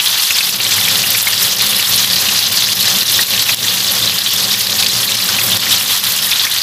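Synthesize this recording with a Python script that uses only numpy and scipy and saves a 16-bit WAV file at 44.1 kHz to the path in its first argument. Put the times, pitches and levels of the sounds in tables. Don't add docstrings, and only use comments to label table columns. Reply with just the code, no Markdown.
import sys
import numpy as np
from scipy import signal
from scipy.fft import rfft, irfft
from scipy.io import wavfile
from scipy.ndimage import uniform_filter1d

SR = 44100
rng = np.random.default_rng(int(sys.argv[2]) if len(sys.argv) > 2 else 0)


def int16_out(signal):
    q = np.round(np.clip(np.atleast_2d(signal).T, -1, 1) * 32767)
    wavfile.write(sys.argv[1], SR, q.astype(np.int16))


def ratio_of_db(decibels):
    return 10 ** (np.asarray(decibels, float) / 20)


N = 291942

# t/s, vigour level/dB, large bubbles rel. level/dB, lid spray rel. level/dB
FRYING = [(0, -15.5, 0.5, -0.1), (0.8, -14.5, 0, -1), (1.2, -15.5, 0.3, .6), (1.9, -15, 0.1, 1.3),
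          (2.6, -13.5, -1.6, -1.5), (3.2, -14, -0.7, 1.3), (4.0, -16, 0.5, 1), (4.5, -15.5, -0.2, 1),
          (5.0, -15, -0.2, 0.7), (5.5, -15.5, 1.4, 0.7), (6.1, -15, 0, 1.5), (6.62, -15, -0.3, -1.5)]
# t/s, extra level/dB, length/s
FLURRIES = [(0.377, 2, 0.028), (0.596, 0.5, .03), (0.845, 2, 0.05), (1.282, 2, .03), (1.42, 3, 0.021),
            (1.583, -2, .03), (1.675, -2, 0.03), (2.384, -1, 0.021), (2.487, -2.5, 0.029),
            (2.884, 0, 0.022), (3.023, -2, 0.026), (3.21, 0.5, 0.025), (3.268, -5.5, 0.028),
            (3.45, -2, 0.019), (3.61, -2, .04), (3.747, -1, 0.03), (3.938, 1, 0.021), (4.28, -2, 0.041),
            (4.65, -3.5, .03), (4.783, 2.5, .04), (4.896, -2, 0.019), (5.167, -1.5, 0.022),
            (5.487, 3.5, 0.02), (5.57, 2.5, .03), (5.725, 2.5, .04), (5.795, 1, 0.022), (5.86, -0.5, .03),
            (5.93, 1.5, 0.051), (6.006, -4, 0.026), (6.13, 0, 0.046)]
# f/Hz, density level/dB per Hz
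SIZZLE = [(600, -26), (900, -7), (1550, -7.5), (1850, -4), (2150, -8.5), (2800, -9), (3450, 0.5),
          (4000, -2), (4800, -3), (6300, -6.5), (9100, -18), (11200, -8), (12500, -10), (15500, -15.5)]
# t/s, peak level/dB, pitch f/Hz
POPS = [(0.0607, -2, 3540), (0.129, -6, 3770), (0.385, 0, 4500), (0.8525, -4.5, 3430), (0.9562, 0, 3920),
        (1.9246, -5, 5660), (1.9421, -1, 4230), (2.6232, -3, 3600), (2.8096, -1, 4480), (2.9523, -4, 3550),
        (3.6829, -2, 3560), (3.8044, -4.5, 4050), (3.8469, -7, 3730), (4.1851, -1, 4500),
        (4.2187, -5.5, 3820), (4.2624, -0.5, 3500), (4.408, -4.5, 4110), (4.513, -3, 4840),
        (4.5406, -7, 3380), (4.6712, 1, 4400), (4.7275, -2, 4600), (4.8262, 1.5, 4020), (4.8676, 2, 4660),
        (5.032, -4, 3510), (5.1193, -5, 3470), (5.93, -5, 4000), (6.07, -3, 3860), (6.3162, -2.0, 3720),
        (6.3956, -2.5, 3660), (6.452, -4, 5620)]
# t/s, peak level/dB, pitch f/Hz
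PLOPS = [(0.0009, 0.5, 2900), (0.3068, 0, 2550), (0.4082, -3.5, 2460), (0.6021, -2, 2720),
         (0.7198, -4, 2520), (0.7824, -7, 2000), (0.8801, -2.5, 2330), (1.0385, -0.5, 2670),
         (1.1485, -3.5, 2290), (1.2715, -1.5, 2100), (1.604, -7, 2550), (1.7259, -5, 2650),
         (1.7959, -2.5, 2640), (2.2873, -4.5, 2760), (2.6863, -7, 2610), (2.8796, -7.5, 1820),
         (3.1912, -5.5, 1740), (3.3355, -6, 2650), (3.4927, -0.5, 2470), (4.1229, -9, 2580),
         (4.833, -6, 2410), (5.0901, -10, 2400), (5.2901, -10.5, 1570), (5.3876, -3.5, 2400),
         (5.6264, -8, 2750), (5.6675, -6.5, 1960), (5.8112, -6, 2730), (6.3222, -7, 2280),
         (6.451, -9.5, 1700), (6.4685, -3.5, 2250)]
# t/s, peak level/dB, pitch f/Hz
SNAPS = [(0.0732, -3, 3640), (0.3086, -2, 6650), (0.6662, -3, 3460), (0.8121, -2.0, 3600),
         (0.8864, -7, 3770), (1.0191, -4, 4900), (1.3367, -6, 2960), (1.3786, 0, 5060), (1.4494, -1, 4370),
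         (1.6113, 2, 4030), (1.8272, -2, 3780), (2.1017, 2, 4370), (2.4263, 0, 4310), (2.4407, -7, 4130),
         (2.5734, 1.5, 4500), (2.6435, 3, 4300), (3.1803, -1, 4870), (3.3224, -9, 3680),
         (3.3776, -2.5, 3270), (3.4263, -9, 2990), (3.7437, -8, 3640), (4.0969, -4, 3640),
         (4.4427, -3, 4590), (4.8629, 0.5, 3500), (5.1929, -9, 4960), (5.2901, 0, 5330),
         (5.3089, -10, 3960), (5.3656, -6.5, 3970), (5.5189, 0, 3570), (6.5755, -7, 4080)]
# t/s, peak level/dB, pitch f/Hz
TICKS = [(0.0146, -14, 11920), (0.0832, 0, 11940), (0.4946, -7, 13500), (0.8036, 0, 13020),
         (0.9689, 0, 11370), (1.1045, 7, 11760), (1.2178, 2, 13420), (1.2287, 3, 11400), (1.2527, 0, 13040),
         (1.5643, 0, 12240), (1.621, 1, 12390), (1.6677, -2, 11420), (1.762, -5, 10170),
         (1.9596, 6.5, 10790), (2.2125, 2, 12230), (2.7253, -2, 11180), (2.7549, 4, 12370),
         (3.1205, 4, 11980), (3.4914, -3.0, 12520), (3.9115, -2, 11740), (3.9193, 4, 11100),
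         (4.3354, 3, 12720), (5.434, 4, 12510), (5.604, -4, 12200), (5.9929, -4.0, 12700),
         (6.0672, -6, 12300), (6.1221, 1, 12450), (6.2227, -1, 11990), (6.4994, -3, 12510),
         (6.5799, -1, 13030)]
# t/s, overload level/dB, treble share [0-1]
SPITS = [(0.325, 1, 0.3), (0.495, 7.5, 0), (0.5615, 4.3, 0.82), (0.668, 2.5, 0.1), (0.7827, 2.5, 0.3),
         (1.0191, 4, 0.2), (1.169, -1, 0.3), (1.228, 6, 0.7), (1.2875, 2, 0.4), (1.534, 4.5, 0),
         (1.8275, 4.5, 0.6), (2.048, 4.5, 0.4), (2.3927, 4, 0.53), (2.641, 6.5, 0.02), (2.7313, 9, 0.05),
         (3.0313, 7.5, 0.5), (3.234, 8, 0.42), (3.427, 5.5, 0.3), (3.5454, 15.5, 0.3), (4.0968, 5, 0.02),
         (4.19, 5.5, 0.6), (4.549, 4, 0), (4.6694, 7.5, 0.3), (4.846, 2.5, 0), (4.887, 1, 0.12),
         (5.1534, 7, 0.57), (5.573, 10.5, 0.22), (5.8424, 5.5, 0.1), (6.165, 6, 0.21), (6.454, 5.5, 0.3)]
# f/Hz, density level/dB per Hz
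RUMBLE = [(18, -56), (30, -39), (59, -43), (84, -4), (113, 5.5), (150, -7.5), (191, 1.5), (305, -9.5),
          (394, -7), (532, -7.5), (649, -8), (900, -19), (1170, -7), (1980, -120)]
# f/Hz, half width/Hz, level/dB
STOVE_MODES = [(112, 7, -9), (183.3, 9.9, -3), (402, 9.1, -12), (533, 15, -8), (776, 12, -4)]
# t/s, extra level/dB, length/s
GUSTS = [(0.95, -1, .1), (1.276, -5.5, 0.099), (1.66, 0.5, 0.1), (1.82, -3, 0.098), (2.19, 5.5, 0.046),
         (2.977, 2.2, .08), (3.7, 0, 0.077), (4.28, -5, 0.071), (4.97, -1, 0.053), (5.45, 3, 0.19),
         (6.0, -3.5, 0.093), (6.315, 5, 0.17)]
# f/Hz, width/Hz, side level/dB
SIDE_BANDS = [(1810, 310, -16), (2340, 1500, -24), (4170, 1900, -27), (9930, 820, -10.5)]


def evened(x):
    return x / np.sqrt(np.mean(x ** 2) + 1e-20)


def read(points, hz):
    f, value = np.transpose(points)
    return np.interp(np.log(hz + 1), np.log(f + 1), value)


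def add(mix, s, sound):
    part = mix[round(s * SR):][:len(sound)]
    part += sound[:len(part)]


def swells(t, table):
    return sum(db * np.exp(-((t - s) / length_s) ** 2) for s, db, length_s in table)


def burst(hz, cycles, glide, phase):
    u = np.arange(int(4 * cycles * SR / hz) + 4) * hz / (cycles * SR)
    swell = 2.7 * u * np.exp(1 - 2.7 * u)
    return swell * np.sin(2 * np.pi * cycles * u * (1 + glide * u) + phase)


def under_lid(x, ring_db, t60_s=0.045):
    t = np.arange(1800) / SR
    tail = rng.standard_normal(1800) * ratio_of_db(-60 * t / t60_s) * (t > .0012)
    tail *= ratio_of_db(ring_db) / np.linalg.norm(tail)
    tail[0] = 1
    return signal.fftconvolve(x, tail)


def vigour(hz, t):
    s, *controls = np.transpose(FRYING)
    level_db, large_db, spray_db = (np.interp(t, s, c) for c in controls)
    treble = np.clip(np.log2((hz + 1) / 6500) / .3, 0, 1)
    low = np.clip(np.log2(2800 / (hz + 1)) / .2, 0, 1)
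    middle = np.clip(np.log2(4100 / (hz + 1)) / .15, 0, 1) - low
    return level_db + swells(t, FLURRIES) + treble * spray_db + (low + middle) * large_db


def clumps(length_s):
    starts = rng.exponential(1, N) ** 1.5 * (rng.random(N) < .8 / (length_s * SR))
    decaying = signal.lfilter([1], [1, -np.exp(-1 / (length_s * SR))], starts)
    level = uniform_filter1d(np.log(decaying + .6), size=20)
    return evened(level - level.mean())


def crackle(low_hz, high_hz, per_s, cycles, spread_db, clump, ring_db):
    out, power = np.zeros(N), 0
    uneven, chance = clumps(.008), rng.random(N)
    shared, own = np.exp(.6 * clump * uneven), np.exp(.8 * clump * uneven)
    for k, hz in enumerate(np.geomspace(low_hz, high_hz, 14)):
        odds = per_s / 14 / SR * np.exp(-clump ** 2 / 2) * shared * np.roll(own, 9000 * k + 9000)
        at = np.flatnonzero(np.roll(chance, 7919 * k) < odds)
        draw, sign = rng.random((2, N // 40))[:, :len(at)]
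        size_db = spread_db * np.minimum(-np.log(draw + 1e-9), 4)
        size = ratio_of_db(size_db) * np.sign(sign - .5)
        shape = under_lid(burst(hz, cycles, 0.017, rng.uniform(0, 2 * np.pi)), ring_db)
        weight = ratio_of_db(read(SIZZLE, hz)) * np.sqrt(hz)
        train_rms = np.sqrt(np.sum(size ** 2) * np.sum(shape ** 2) / N)
        train = np.zeros(N)
        train[at] = size * ratio_of_db(vigour(hz, at / SR)) / train_rms
        out += weight * signal.oaconvolve(train, shape)[:N]
        power += weight ** 2
    return out / np.sqrt(power)


def hiss(patchy_db, flicker_db):
    frames, hz = N // 64 + 5, np.fft.rfftfreq(256, 1 / SR)
    a, b, patches = rng.standard_normal((frames, 129, 3)).T
    noise = a + 1j * b
    patches = uniform_filter1d(patches, size=6, axis=0)
    patches = evened(uniform_filter1d(patches, size=10, axis=1))
    t = np.arange(frames) * 64 / SR
    flicker = np.interp(t, np.arange(N) / SR, clumps(0.017))
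    z = noise * ratio_of_db(read(SIZZLE, hz))[:, None] * ratio_of_db(patchy_db * patches + flicker_db * flicker)
    z = z * ratio_of_db(vigour(hz[:, None], t)) / np.sqrt(np.mean(abs(z) ** 2))
    unit = signal.istft(noise, nperseg=256, noverlap=192)[1].std() / np.sqrt(2)
    return signal.istft(z, nperseg=256, noverlap=192)[1][:N] / unit


def single_bubbles(table, cycles, trim_db, glide, ring_db, crack_db):
    out = np.zeros(N)
    for s, db, hz in table:
        sound = burst(hz, cycles, glide, 0)
        add(sound, 0, ratio_of_db(crack_db) * burst(1.38 * hz, 1.0, 0, 0))
        start_s = max(s - cycles / hz / 2.7, 0)
        add(out, start_s, ratio_of_db(db + trim_db) * under_lid(sound, ring_db))
    return out


def spits():
    out = np.zeros(N)
    for s, over_db, treble in SPITS:
        share = np.clip(treble, 0, 1)
        add(out, s - .0001, ratio_of_db(6.0) * np.sqrt(share) * burst(11600, 2.0, 0, 0))
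        add(out, s - .0002, ratio_of_db(-9.0) * np.sqrt(1 - share) * burst(3200, 0.7, 0, 0))
    return out


def flame():
    low_db, full_db, end_db = -41.5, -31, -41.5
    up_s, rise_s, down_s, sink_s = .42, 0.12, 5.66, 0.93
    lump_db, lump_s = 1.74, .05
    t = np.arange(0, N + 200, 200) / SR
    corners_s = [up_s, up_s + rise_s, down_s, down_s + sink_s]
    level_db = np.interp(t, corners_s, [low_db, full_db, full_db, end_db])
    draws = rng.standard_normal(N // 500)
    lumps = np.interp(t / lump_s, np.arange(len(draws)), draws)
    return np.interp(np.arange(N) / SR, t, level_db + swells(t, GUSTS) + lump_db * lumps)


def rumble():
    hz = np.fft.rfftfreq(N, 1 / SR)
    colour = ratio_of_db(read(RUMBLE, hz))
    for centre_hz, width_hz, db in STOVE_MODES:
        colour = colour + ratio_of_db(db) / (1 + ((hz - centre_hz) / width_hz) ** 2)
    noise = evened(irfft(rfft(rng.standard_normal(N)) * colour, N))
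    return noise * ratio_of_db(flame())


def scene():
    mono = ratio_of_db(-3.0) * crackle(2540, 7220, per_s=800, cycles=1.57, spread_db=3.2, clump=.65, ring_db=-0.48)
    mono += ratio_of_db(-5.5) * crackle(2610, 5390, per_s=130, cycles=6.1, spread_db=2.05, clump=.7, ring_db=1.8)
    mono += ratio_of_db(-6.5) * crackle(7360, 14700, per_s=1900, cycles=3.2, spread_db=3.5, clump=.75, ring_db=-2.0)
    mono += ratio_of_db(-20.5) * crackle(1670, 2880, per_s=45, cycles=4.8, spread_db=3.9, clump=0.43, ring_db=-1.5)
    mono += single_bubbles(POPS, cycles=2.73, trim_db=2.5, glide=0.0054, ring_db=-1.2, crack_db=-8.0)
    mono += single_bubbles(PLOPS, cycles=3.8, trim_db=-3.0, glide=0.039, ring_db=1.5, crack_db=0.53)
    mono += spits()
    mono += single_bubbles(SNAPS, cycles=2.1, trim_db=2.1, glide=0.0049, ring_db=-1.3, crack_db=-9.0)
    mono += single_bubbles(TICKS, cycles=3.1, trim_db=-0.6, glide=0.0082, ring_db=-.6, crack_db=-30.)
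    mono += ratio_of_db(-4.0) * hiss(patchy_db=1.06, flicker_db=1.37)
    mono += rumble()
    return np.array([mono, mono])


def roll_off(x):
    return signal.sosfilt(signal.butter(12, 15690, fs=SR, output="sos"), x)


def record(dry):
    since_s, duck_db = np.arange(9000) / SR, np.zeros(N)
    release = (1 - np.exp(-since_s / 0.0023)) * np.exp(-(since_s / 0.052) ** 1.4)
    for s, over_db, treble in SPITS:
        add(duck_db, s + 0.00071, 0.63 * over_db * release)
    mid, side = dry.mean(0) * ratio_of_db(-duck_db), np.zeros(N)
    mid = mid / (1 + abs(mid / .92) ** 8) ** (1 / 8)
    band = signal.firwin(2047, [32, 15510], pass_zero=False, fs=SR)
    mid = signal.oaconvolve(mid, band, "same")
    for sign, (hz, width_hz, db) in zip((1, 1, 1, -1), SIDE_BANDS):
        peak = signal.iirpeak(hz, hz / width_hz / 1.02, SR)
        side += sign * ratio_of_db(db) * signal.filtfilt(*peak, mid)
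    return roll_off(np.array([mid + side, mid - side]))


dry = scene()
out = record(dry)
int16_out(out)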